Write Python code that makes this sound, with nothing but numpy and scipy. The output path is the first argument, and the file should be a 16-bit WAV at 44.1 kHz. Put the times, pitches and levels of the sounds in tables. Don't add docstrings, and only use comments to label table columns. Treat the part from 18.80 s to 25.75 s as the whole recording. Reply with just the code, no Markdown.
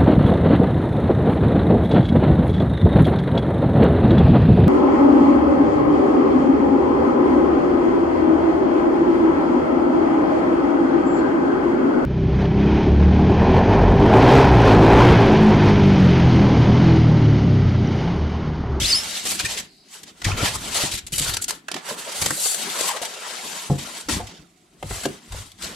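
import sys
import numpy as np
from scipy import signal
from scipy.fft import rfft, irfft, next_fast_len
from scipy.io import wavfile
from scipy.ndimage import uniform_filter1d, map_coordinates

SR = 44100
rng = np.random.default_rng(int(sys.argv[2]) if len(sys.argv) > 2 else 0)


def generate_wav(sig):
    pcm = np.round(np.clip(np.atleast_2d(sig).T, -1, 1) * 32767).astype(np.int16)
    wavfile.write(sys.argv[1], SR, pcm)


def nominal_scale(level):
    x = np.asarray(level, float) / 20
    return 10 ** x


N = 306495

# (fastest at [s], bead scrape level [dB], swell [s], fade [s], fizz over scrape [dB])
PULLS = [(0, -23, .1, 0.5, -2.5), (0.368, -30, 0.093, 0.1, -3), (0.519, -27, 0.093, 0.057, 4.5),
         (.76, -32.5, 0.92, 0.092, -2), (1.089, -53.5, 0.082, 0.044, -45), (1.154, -40.5, 0.069, 0.088, 1),
         (1.28, -45.5, 0.047, 0.053, -6.5), (1.41, -53, 0.12, .05, -1), (1.473, -31, 0.047, 0.17, -5.5),
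         (1.576, -28.5, 0.013, 0.14, -3), (1.657, -22, 0.083, 0.084, -1), (1.756, -31, 0.036, 0.029, 2),
         (2.033, -26, 0.31, 0.14, -1), (2.284, -44, 0.025, 0.012, 4.5), (2.35, -36, 0.021, 0.074, 9.5),
         (2.47, -29, 0.12, 0.13, 2.5), (2.623, -41, 0.012, 0.028, 14), (2.728, -40, 0.069, 0.067, 2.5)]
SLIDES = [(2.984, -40.5, 0.1, 0.06, -6.5), (3.092, -35, 0.077, 0.12, 1), (3.188, -37, 0.049, 0.11, 4),
          (3.29, -34.5, 0.087, 0.39, -3), (3.424, -33, 0.14, 0.35, 6), (3.638, -35, 0.14, 0.29, 15),
          (3.82, -32.5, 0.15, 0.69, -8), (4.085, -29, 0.34, 0.088, 4), (4.224, -36, 0.013, 0.14, 2.5),
          (4.55, -39, 1, 0.39, -8), (4.802, -36, 0.87, 0.24, 1), (4.99, -36.5, 0.017, 0.34, -1.5),
          (5.18, -38.5, 0.24, 0.11, 0.5), (5.31, -29, 0.027, 0.14, -1), (5.52, -46.5, 0.45, 0.15, -11),
          (6.145, -35.5, 0.11, 0.23, 3), (6.3, -49.5, 0.13, 0.31, -13), (6.582, -40.5, 0.13, 0.15, 0.5),
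          (6.841, -34.5, 0.055, 0.18, -1)]
STROKE_ROUND, REST_DB = 1.268, -65.5
# (time [s], board over scrape [dB])
BEARING = [(0, -17.5), (.28, -6), (.5, -12), (.8, -4.5), (1.15, -9), (1.35, -0.5), (1.55, 2.5), (1.7, -4),
           (2.35, -6), (2.62, -3.5), (2.95, 3.5), (3.2, 0), (3.64, -4), (4.0, -2.5), (4.35, -0.5),
           (5.2, -4.5), (6.0, -1), (6.95, -3)]
# (time [s], left over right [dB])
PLACE = [(0.0, 0.5), (0.95, 0.5), (0.99, 1.5), (1.72, 1.0), (2.73, 3), (2.9, -5), (3.72, 3.5), (5.4, 2),
         (5.65, -3.5), (5.98, 1), (6.95, 1.5)]
# (time [s], bead level [dB], board over bead [dB], hold [s])
TUGS = [(.451, -27, -8, 0.024), (.59, -23, -10.5, 0.019), (.647, -23.5, -12, 0.014),
        (.688, -32.5, -5.5, 0.027), (.773, -26.5, -22, 0.018), (.797, -33, -5.5, 0.009),
        (1.231, -37.5, -11, 0.0074), (1.4165, -33, 5, 0.0049), (1.4425, -20.5, -22, 0.012),
        (1.943, -22, -9.5, 0.033), (2.03, -35, 6, 0.0045), (2.113, -27, -19, 0.016),
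        (2.135, -27.5, -22, 0.025), (2.174, -31, -17, 0.017), (2.265, -35.5, -28, 0.0072),
        (2.3203, -32, -29, 0.015), (2.3371, -32, -26, .002), (2.329, -35, -20, .002),
        (2.3585, -29.5, -20, .003), (2.3805, -21, -10, 0.003), (2.389, -22, -14, .002),
        (2.3955, -20, -13, .002), (2.407, -26, -16, .002), (2.415, -26.5, -11, 0.011),
        (2.445, -26, -16, 0.0028), (2.482, -29, -12, .002), (2.491, -27, 0.5, 0.0078),
        (2.536, -25, -5, 0.01), (2.567, -22, -4.5, 0.0046), (2.6236, -32, -20, .001),
        (2.6407, -30.5, -13, 0.0044), (2.6802, -26.5, -9, 0.019), (2.706, -22, -1, 0.002)]
BUMPS = [(2.8824, -29, 8.5, 0.0028), (2.9144, -20, 0.5, 0.0016), (2.9414, -21, -1, 0.0016),
         (2.9627, -29, 4, 0.0032), (3.087, -32.5, -7.5, 0.024), (3.414, -25, -2, 0.0099),
         (3.459, -20, 4, 0.0037), (3.5052, -23.5, 10.5, 0.0021), (3.656, -38.5, 13, 0.0064),
         (3.744, -29.5, 6.5, 0.0022), (4.008, -22.5, -11, 0.0035), (4.162, -31, 4, 0.0095),
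         (4.2155, -31.5, -16, 0.017), (4.249, -29, -6, .004), (4.987, -38, -25, 0.0074),
         (5.2854, -26, 3, 0.013), (5.469, -34.5, -7, 0.0042), (6.0264, -38, 19, 0.0019),
         (6.108, -44.5, 18, 0.0036), (6.233, -33, -2, 0.0085), (6.2523, -28, 0, 0.005),
         (6.52, -36, -0.5, 0.0057), (6.7166, -39.5, -24, 0.0018), (6.8215, -32, -23, 0.0055)]
LET_GO_S, TUG_LINGER, BUMP_LINGER = 0.021, 1.8, 5.5

# (frequency [Hz], density [dB per Hz])
BEAD_SPECTRUM = [(880, -21), (1500, -9.5), (1940, -4.5), (2450, -2.5), (2730, -2.5), (3090, 0), (3670, 0.5),
                 (7000, -4), (9100, -38), (15400, -120)]
# (frequency [Hz], density [dB per Hz])
FIZZ_SPECTRUM = [(2650, -14.5), (4500, -2.5), (5130, -9.5), (5880, -5), (7980, 3.5), (9340, -3),
                 (10200, -0.5), (10900, -4), (13200, -10.5), (15800, -26)]
# (frequency [Hz], density [dB per Hz])
BOARD_SPECTRUM = [(220, -30), (380, -2), (488, -0.5), (636, 0), (1480, 0), (2600, -8), (3380, -9.5),
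                  (5720, -120)]
# (frequency [Hz], left-right coherence [0..1])
ALIKE = [(60, 0.96), (180, 0.86), (550, 0.75), (1300, 0.14), (2800, 0.83), (6000, 0.28), (11000, 0)]

# (time [s], walls flexing [dB], panels humming [dB], fade [s])
HEAVES = [(0, -28, -33, 0.22), (.45, -47.5, -41.5, 0.35), (.64, -32.5, -39, 0.099), (.79, -48, -46, 0.07),
          (1.235, -63, -54.5, .15), (1.457, -28.5, -33.5, 0.51), (2.04, -48, -43, 0.11),
          (2.146, -35, -45, 0.043), (2.272, -45, -60, .05), (2.345, -35.5, -45, 0.22),
          (2.49, -31, -41, 0.13), (2.69, -49.5, -43.5, 0.072), (2.953, -67, -36, 0.037),
          (3.116, -63, -41.5, 0.17), (3.425, -38, -35, 0.13), (3.78, -78, -44, 0.52),
          (4.014, -73, -42, 0.088), (4.658, -60, -46, 0.19), (4.91, -58, -32, 0.15),
          (5.312, -30, -32.5, 0.11), (5.364, -30, -34.5, 0.1), (5.6, -56, -48.5, 0.1),
          (6.04, -42, -46.5, 0.067), (6.118, -35, -47, 0.16), (6.262, -43, -33, 0.096),
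          (6.535, -34.5, -50.5, 0.17), (6.835, -46, -41, 0.2)]
HEAVE_SWELL_S, WALLS_REST_DB, HUM_REST_DB = 0.037, -74.5, -62
# (frequency [Hz], density [dB per Hz])
WALL_SPECTRUM = [(12, -41.5), (20, -11), (60, -2.5), (115, -5.5), (150, -16.5), (250, -120)]
# (frequency [Hz], density [dB per Hz])
HUM_SPECTRUM = [(105, -39), (147, -3.5), (200, -2.5), (270, -4.5), (330, -6), (420, -10), (560, -45)]
# (time [s], peak level [dB], centre frequency [Hz], t60 [s])
KNOCKS = [(.012, -10, 71, 0.12), (0.636, -20, 65, 0.082), (1.459, -9, 75, 0.11), (1.634, -19, 70, 0.15),
          (1.462, -22, 171, 0.057), (1.629, -6, 199, 0.083), (2.037, -8.5, 201, 0.081),
          (2.324, -22.5, 144, 0.098), (2.401, -21, 143, 0.19), (3.42, -13, 75, 0.055),
          (3.466, -15, 136, 0.052), (3.508, -13.5, 249, 0.092), (3.658, -24, 566, 0.11),
          (3.746, -25, 500, 0.12), (4.011, -15.5, 547, 0.086), (4.216, -18.5, 497, 0.073),
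          (4.9, -6, 156, 0.22), (4.899, -14.5, 560, 0.37), (5.285, -18, 296, 0.065), (5.365, -9, 99, 0.038),
          (5.399, -18.5, 690, 0.19), (6.028, -17.5, 480, 0.098), (6.042, -14, 75, 0.086),
          (6.107, -21, 400, 0.095), (6.109, -17, 80, 0.086), (6.256, -6.5, 380, 0.14),
          (6.525, -20.5, 63.5, 0.11), (6.546, -20, 550, 0.052)]
# (frequency [Hz], strength [dB])
PANEL_MODES = [(58, 4), (92, 2.5), (147, 6.5), (190, -2), (268, -2), (310, 0.5), (393, 0.5), (510, 0),
               (545, -3.5), (690, -2), (810, -3.5), (1060, -6.5), (1330, -10.5)]

# (time [s], start frequency [Hz], end frequency [Hz], length [s], level [dB])
RUSTLES = [(.011, 3600, 2790, 0.023, -24.5), (.113, 3500, 3520, .01, -25), (1.44, 2124, 2080, 0.038, -31),
           (1.444, 1730, 1660, 0.016, -29.5), (1.495, 1254, 1320, .04, -34),
           (1.508, 2410, 2370, 0.021, -29.5), (1.56, 2400, 2410, 0.069, -34),
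           (1.578, 1205, 1490, 0.047, -31), (1.638, 2350, 2730, 0.07, -35), (2.385, 2790, 3080, .018, -30),
           (2.43, 4750, 4100, 0.11, -33), (2.619, 8200, 8200, .007, -27), (2.62, 10400, 10400, 0.0077, -25),
           (3.079, 582, 570, 0.058, -37), (3.085, 1012, 1013, 0.042, -38), (3.267, 586, 584, 0.033, -38.5),
           (3.583, 5430, 5450, 0.068, -35), (3.862, 397, 386, .04, -38.5), (3.953, 1150, 1150, 0.022, -38),
           (4.049, 1050, 921, 0.089, -35.5), (4.085, 1055, 752, 0.046, -30),
           (4.125, 1190, 1210, .055, -35.5), (4.134, 453, 740, 0.049, -35.5), (4.241, 697, 616, .03, -40),
           (5.4, 717, 690, 0.067, -44)]
# (time [s], frequency [Hz], length [s], level [dB])
CHIRPS = [(0.511, 2250, 0.03, -36), (0.594, 4570, 0.0091, -24), (0.599, 1600, 0.0077, -26.5),
          (0.597, 2430, 0.022, -25.5), (0.646, 1810, 0.018, -25), (0.653, 2375, 0.02, -26),
          (1.62, 3080, 0.073, -32), (2.336, 2880, 0.0092, -27), (2.468, 1374, 0.026, -38),
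          (2.529, 3770, 0.017, -31.5), (2.563, 4540, 0.0093, -29), (2.567, 1410, 0.05, -42),
          (4.207, 674, 0.05, -36), (6.248, 1615, 0.013, -30.5)]
CHIRP_DRIFT, RUSTLE_DRIFT = 0.038, 0.0697
# (time [s], frequency [Hz], level [dB])
SQUEAL = [
    (.036, 3260, -41),
    (.045, 3420, -21.5),
    (.058, 4150, -18.5),
    (.075, 4950, -27.5),
    (.12, 5120, -17.5),
    (.127, 4500, -16),
    (.143, 4480, -17),
    (.15, 5100, -15),
    (.226, 5390, -39),
]
SKIPS_S = (.053, .0625, .068, .0755, .087, .1, .119, .1465)
SKIP_WIDTH_S, SKIP_DB = 0.0017, -6
SHARP_S, SHARP_WIDTH_S, SHARP_DB = 0.174, 0.022, -10.5
PLAIN_DB = -28

# (frequency [Hz], density [dB per Hz])
BRUSH_SPECTRUM = [(3200, -33), (3900, -1), (5000, 0), (6000, -40)]
BRUSH_S, BRUSH_DB, BRUSH_WIDTH_S = 0.95, -56.5, .2
# (time [s], frequency [Hz], length [s], level [dB])
THUMPS = [
    (1.462, 110, 0.012, -17),
    (1.493, 110, 0.015, -29),
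    (1.541, 110, 0.012, -24),
    (1.629, 119, 0.011, -21),
    (4.908, 151, 0.029, -21.5),
    (5.284, 289, 0.022, -24),
    (5.363, 190, .014, -25.5),
    (5.429, 80, 0.022, -35),
    (5.505, 170, 0.057, -47),
    (5.572, 148, 0.063, -49.5),
]
# (frequency [Hz], density [dB per Hz])
HUSH_SPECTRUM = [(15, -18), (25, -26), (69, -22.5), (91, -24), (188, -7), (457, -11), (762, 11.5),
                 (1050, -52), (2230, -1), (5880, -23), (7700, -15), (15500, -33)]
HUSH_DB = -66.5
# (frequency [Hz], t60 [s])
ROOM_T60 = [(200, 0.17), (2000, 0.33), (10000, 0.014)]
TOP_HZ = 15950


def unit(x):
    return x / np.sqrt(np.mean(x ** 2) + 1e-20)


def along(points, hz):
    f, v = np.transpose(points)
    return np.interp(np.log(hz + 1), np.log(f + 1), v)


def curves(rows):
    s, *cols = np.transpose(rows)
    return [np.interp(np.arange(N) / SR, s, c) for c in cols]


def wobble(rate):
    knots = rng.standard_normal(int(N * rate / SR) + 4)
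    return map_coordinates(knots, [np.arange(N) * rate / SR])


def sides(pan_db):
    return nominal_scale(np.multiply.outer([.5, -.5], pan_db))


def swells(at, db, swell, fade, shape):
    t = np.arange(0, N + 64, 64) / SR
    away = np.maximum((at - t) / swell, (t - at) / fade)
    return nominal_scale(db - 20 * away ** shape) ** 2


def summed_db(powers, rest_db):
    total_db = 10 * np.log10(powers.sum(axis=0) + nominal_scale(rest_db) ** 2)
    return np.interp(np.arange(N), 64 * np.arange(len(total_db)), total_db)


def rush(spectrum, spiky_db, patchy_db):
    slips = rng.standard_normal((2, N)) * nominal_scale(spiky_db * wobble(900))
    _, _, z = signal.stft(slips, SR, nperseg=512)
    patches = uniform_filter1d(rng.standard_normal(z.shape[1:]), 3, 0)
    patches = uniform_filter1d(patches, 5, 1)
    pair = signal.istft(z * nominal_scale(patchy_db * unit(patches)), nperseg=512)[1][:, :N]
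    size = next_fast_len(N + SR // 10, True)
    hz = np.fft.rfftfreq(size, 1 / SR)
    gain = nominal_scale(along(spectrum, hz)) * np.minimum(hz / spectrum[0][0], 1) ** 6
    turn = np.arccos(np.clip(along(ALIKE, hz), 0, 1)) / 2
    mid, side = irfft(rfft(pair, size) * gain * [np.cos(turn), np.sin(turn)], size)[:, :N]
    return unit(np.array([mid + side, mid - side]))


def drag():
    at, db, swell, fade, fizz_db = np.transpose(PULLS + SLIDES)[..., None]
    powers = swells(at, db, swell, fade, STROKE_ROUND)
    scrape_db = summed_db(powers, REST_DB)
    fizz_over_db = summed_db(powers * nominal_scale(fizz_db) ** 2, REST_DB) - scrape_db
    return scrape_db, fizz_over_db, curves(BEARING)[0]


def jerks():
    beads, board = np.zeros(N + SR), np.zeros(N + SR)
    t = np.arange(SR // 4) / SR
    for rows, linger in ((TUGS, TUG_LINGER), (BUMPS, BUMP_LINGER)):
        for s, db, board_db, hold in rows:
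            start = round(s * SR)
            fall_db = -60 * np.maximum(t - hold, 0) / (LET_GO_S + linger * hold)
            beads[start:][:len(t)] += nominal_scale(db - 1.5 + fall_db) * (1 - np.exp(-t / 0.0012))
            board[start:][:len(t)] += nominal_scale(db + board_db + 1.3 * fall_db) * (1 - np.exp(-t / 0.0036))
    return beads[:N], board[:N]


def rubbing():
    scrape_db, fizz_db, board_db = drag()
    pan_db = curves(PLACE)[0] + 1.24 * wobble(16)
    grip_db = 1.1 * wobble(30) + 1.14 * wobble(80)
    jerk, jerk_board = jerks()
    beads = np.hypot(nominal_scale(scrape_db + grip_db), jerk) * sides(pan_db)
    board_level_db = scrape_db + board_db + 0.14 * grip_db + 0.94 * wobble(30)
    board = np.hypot(nominal_scale(board_level_db), jerk_board) * sides(0.79 * pan_db)
    return (beads * rush(BEAD_SPECTRUM, spiky_db=1.0, patchy_db=2.0)
            + beads * nominal_scale(fizz_db) * rush(FIZZ_SPECTRUM, spiky_db=0.5, patchy_db=3.0)
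            + board * rush(BOARD_SPECTRUM, spiky_db=1.5, patchy_db=3.5))


def handling():
    at, walls_db, hum_db, fade = np.transpose(HEAVES)[..., None]
    walls_db = summed_db(swells(at, walls_db, HEAVE_SWELL_S, fade, 0.98), WALLS_REST_DB)
    hum_db = summed_db(swells(at, hum_db, HEAVE_SWELL_S, 1.57 * fade, 0.83), HUM_REST_DB)
    walls = unit(nominal_scale(0.86 * wobble(13)) * rush(WALL_SPECTRUM, spiky_db=0.5, patchy_db=2.5))
    hum = unit(nominal_scale(2.5 * wobble(25)) * rush(HUM_SPECTRUM, spiky_db=0, patchy_db=0))
    low = nominal_scale(walls_db) * walls + nominal_scale(hum_db) * hum
    return 0.82 * low + 0.4 * low[::-1]


def knocks():
    out = np.zeros(N + SR)
    t = np.arange(SR // 2) / SR
    modes, strength_db = np.transpose(PANEL_MODES)[..., None]
    for s, db, hz, t60 in KNOCKS:
        scatter_db, detune = rng.standard_normal((2, len(PANEL_MODES), 1)) * [[[1.5]], [[0.042]]]
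        octaves = np.log2(modes / hz)
        off_pitch_db = np.maximum(6.1 * octaves, -15 * octaves)
        decay_db = 60 * t * (modes / 150) ** .5 / t60
        level_db = db + strength_db - off_pitch_db + scatter_db - decay_db
        swing = 1 - np.exp(-t * modes / 0.47)
        ring = swing * nominal_scale(level_db) * np.sin(2 * np.pi * modes * (1 + detune) * t)
        out[round(s * SR):][:len(t)] += nominal_scale(-8.5) * ring.sum(axis=0)
    return out[:N]


def chirps():
    out = np.zeros(N + SR)
    rough, drift = nominal_scale(3.2 * wobble(300)), wobble(250)
    tones = [(s, hz, hz, length, db, CHIRP_DRIFT) for s, hz, length, db in CHIRPS]
    tones += [(*row, RUSTLE_DRIFT) for row in RUSTLES]
    for s, hz, end_hz, length, db, scatter in tones:
        at = slice(round(s * SR), round((s + length) * SR))
        glide_hz = np.linspace(hz, end_hz, at.stop - at.start) * (1 + scatter * drift[at])
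        phase = 2 * np.pi * np.cumsum(glide_hz) / SR
        swell = np.hanning(len(phase)) ** .5
        out[at] += np.sqrt(2) * nominal_scale(db) * rough[at] * swell * np.sin(phase)
    return out[:N]


def squeal():
    hz, db = curves(SQUEAL)
    t = np.arange(N) / SR
    skips_db = sum(SKIP_DB * np.exp(-((t - s) / SKIP_WIDTH_S) ** 2) for s in SKIPS_S)
    level_db = db + skips_db + 1.5 * wobble(356)
    phase = 2 * np.pi * np.cumsum(hz * (1 + 0.011 * wobble(491))) / SR
    octave = nominal_scale(PLAIN_DB) + nominal_scale(SHARP_DB - 20 * ((t - SHARP_S) / SHARP_WIDTH_S) ** 6)
    on = (t > SQUEAL[0][0]) & (t < SQUEAL[-1][0])
    return on * np.sqrt(2) * nominal_scale(level_db) * (np.sin(phase) + octave * np.sin(2 * phase))


def brush():
    power = swells(BRUSH_S, BRUSH_DB, BRUSH_WIDTH_S, BRUSH_WIDTH_S, 4)
    return nominal_scale(summed_db(power[None], -120)) * rush(BRUSH_SPECTRUM, spiky_db=1, patchy_db=2)


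def thumps():
    out = np.zeros(N + SR)
    for s, hz, length, db in THUMPS:
        t = np.arange(round(length * SR)) / SR
        swell = np.hanning(len(t)) ** .5
        out[round(s * SR):][:len(t)] += np.sqrt(2) * nominal_scale(db) * swell * np.sin(2 * np.pi * hz * t)
    return out[:N]


def room(x):
    hz, t, z = signal.stft(rng.standard_normal((2, SR // 2)), SR, nperseg=256)
    decay = nominal_scale(-60 * t / along(ROOM_T60, hz)[:, None])
    tail = signal.istft(z * decay, SR, nperseg=256)[1]
    return signal.fftconvolve(x, tail / np.linalg.norm(tail[0]), axes=1)[:, :N]


def scene():
    tones = sides(1.2)[:, None] * squeal() + sides(2.1)[:, None] * chirps()
    near = rubbing() + tones + handling() + knocks() + thumps()
    echo = nominal_scale(-14.5) * room(near)
    hush = nominal_scale(HUSH_DB - 1.5) * rush(HUSH_SPECTRUM, spiky_db=0, patchy_db=1)
    return near + echo + hush + brush()


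def band_limit(x):
    return signal.sosfilt(signal.butter(12, 15950, fs=SR, output="sos"), x)


def record(dry):
    size = next_fast_len(N, True)
    kept = np.fft.rfftfreq(size, 1 / SR) < TOP_HZ
    mix = irfft(rfft(dry, size) * kept, size)[:, :N]
    return band_limit(mix)


dry = scene()
out = record(dry)
generate_wav(out)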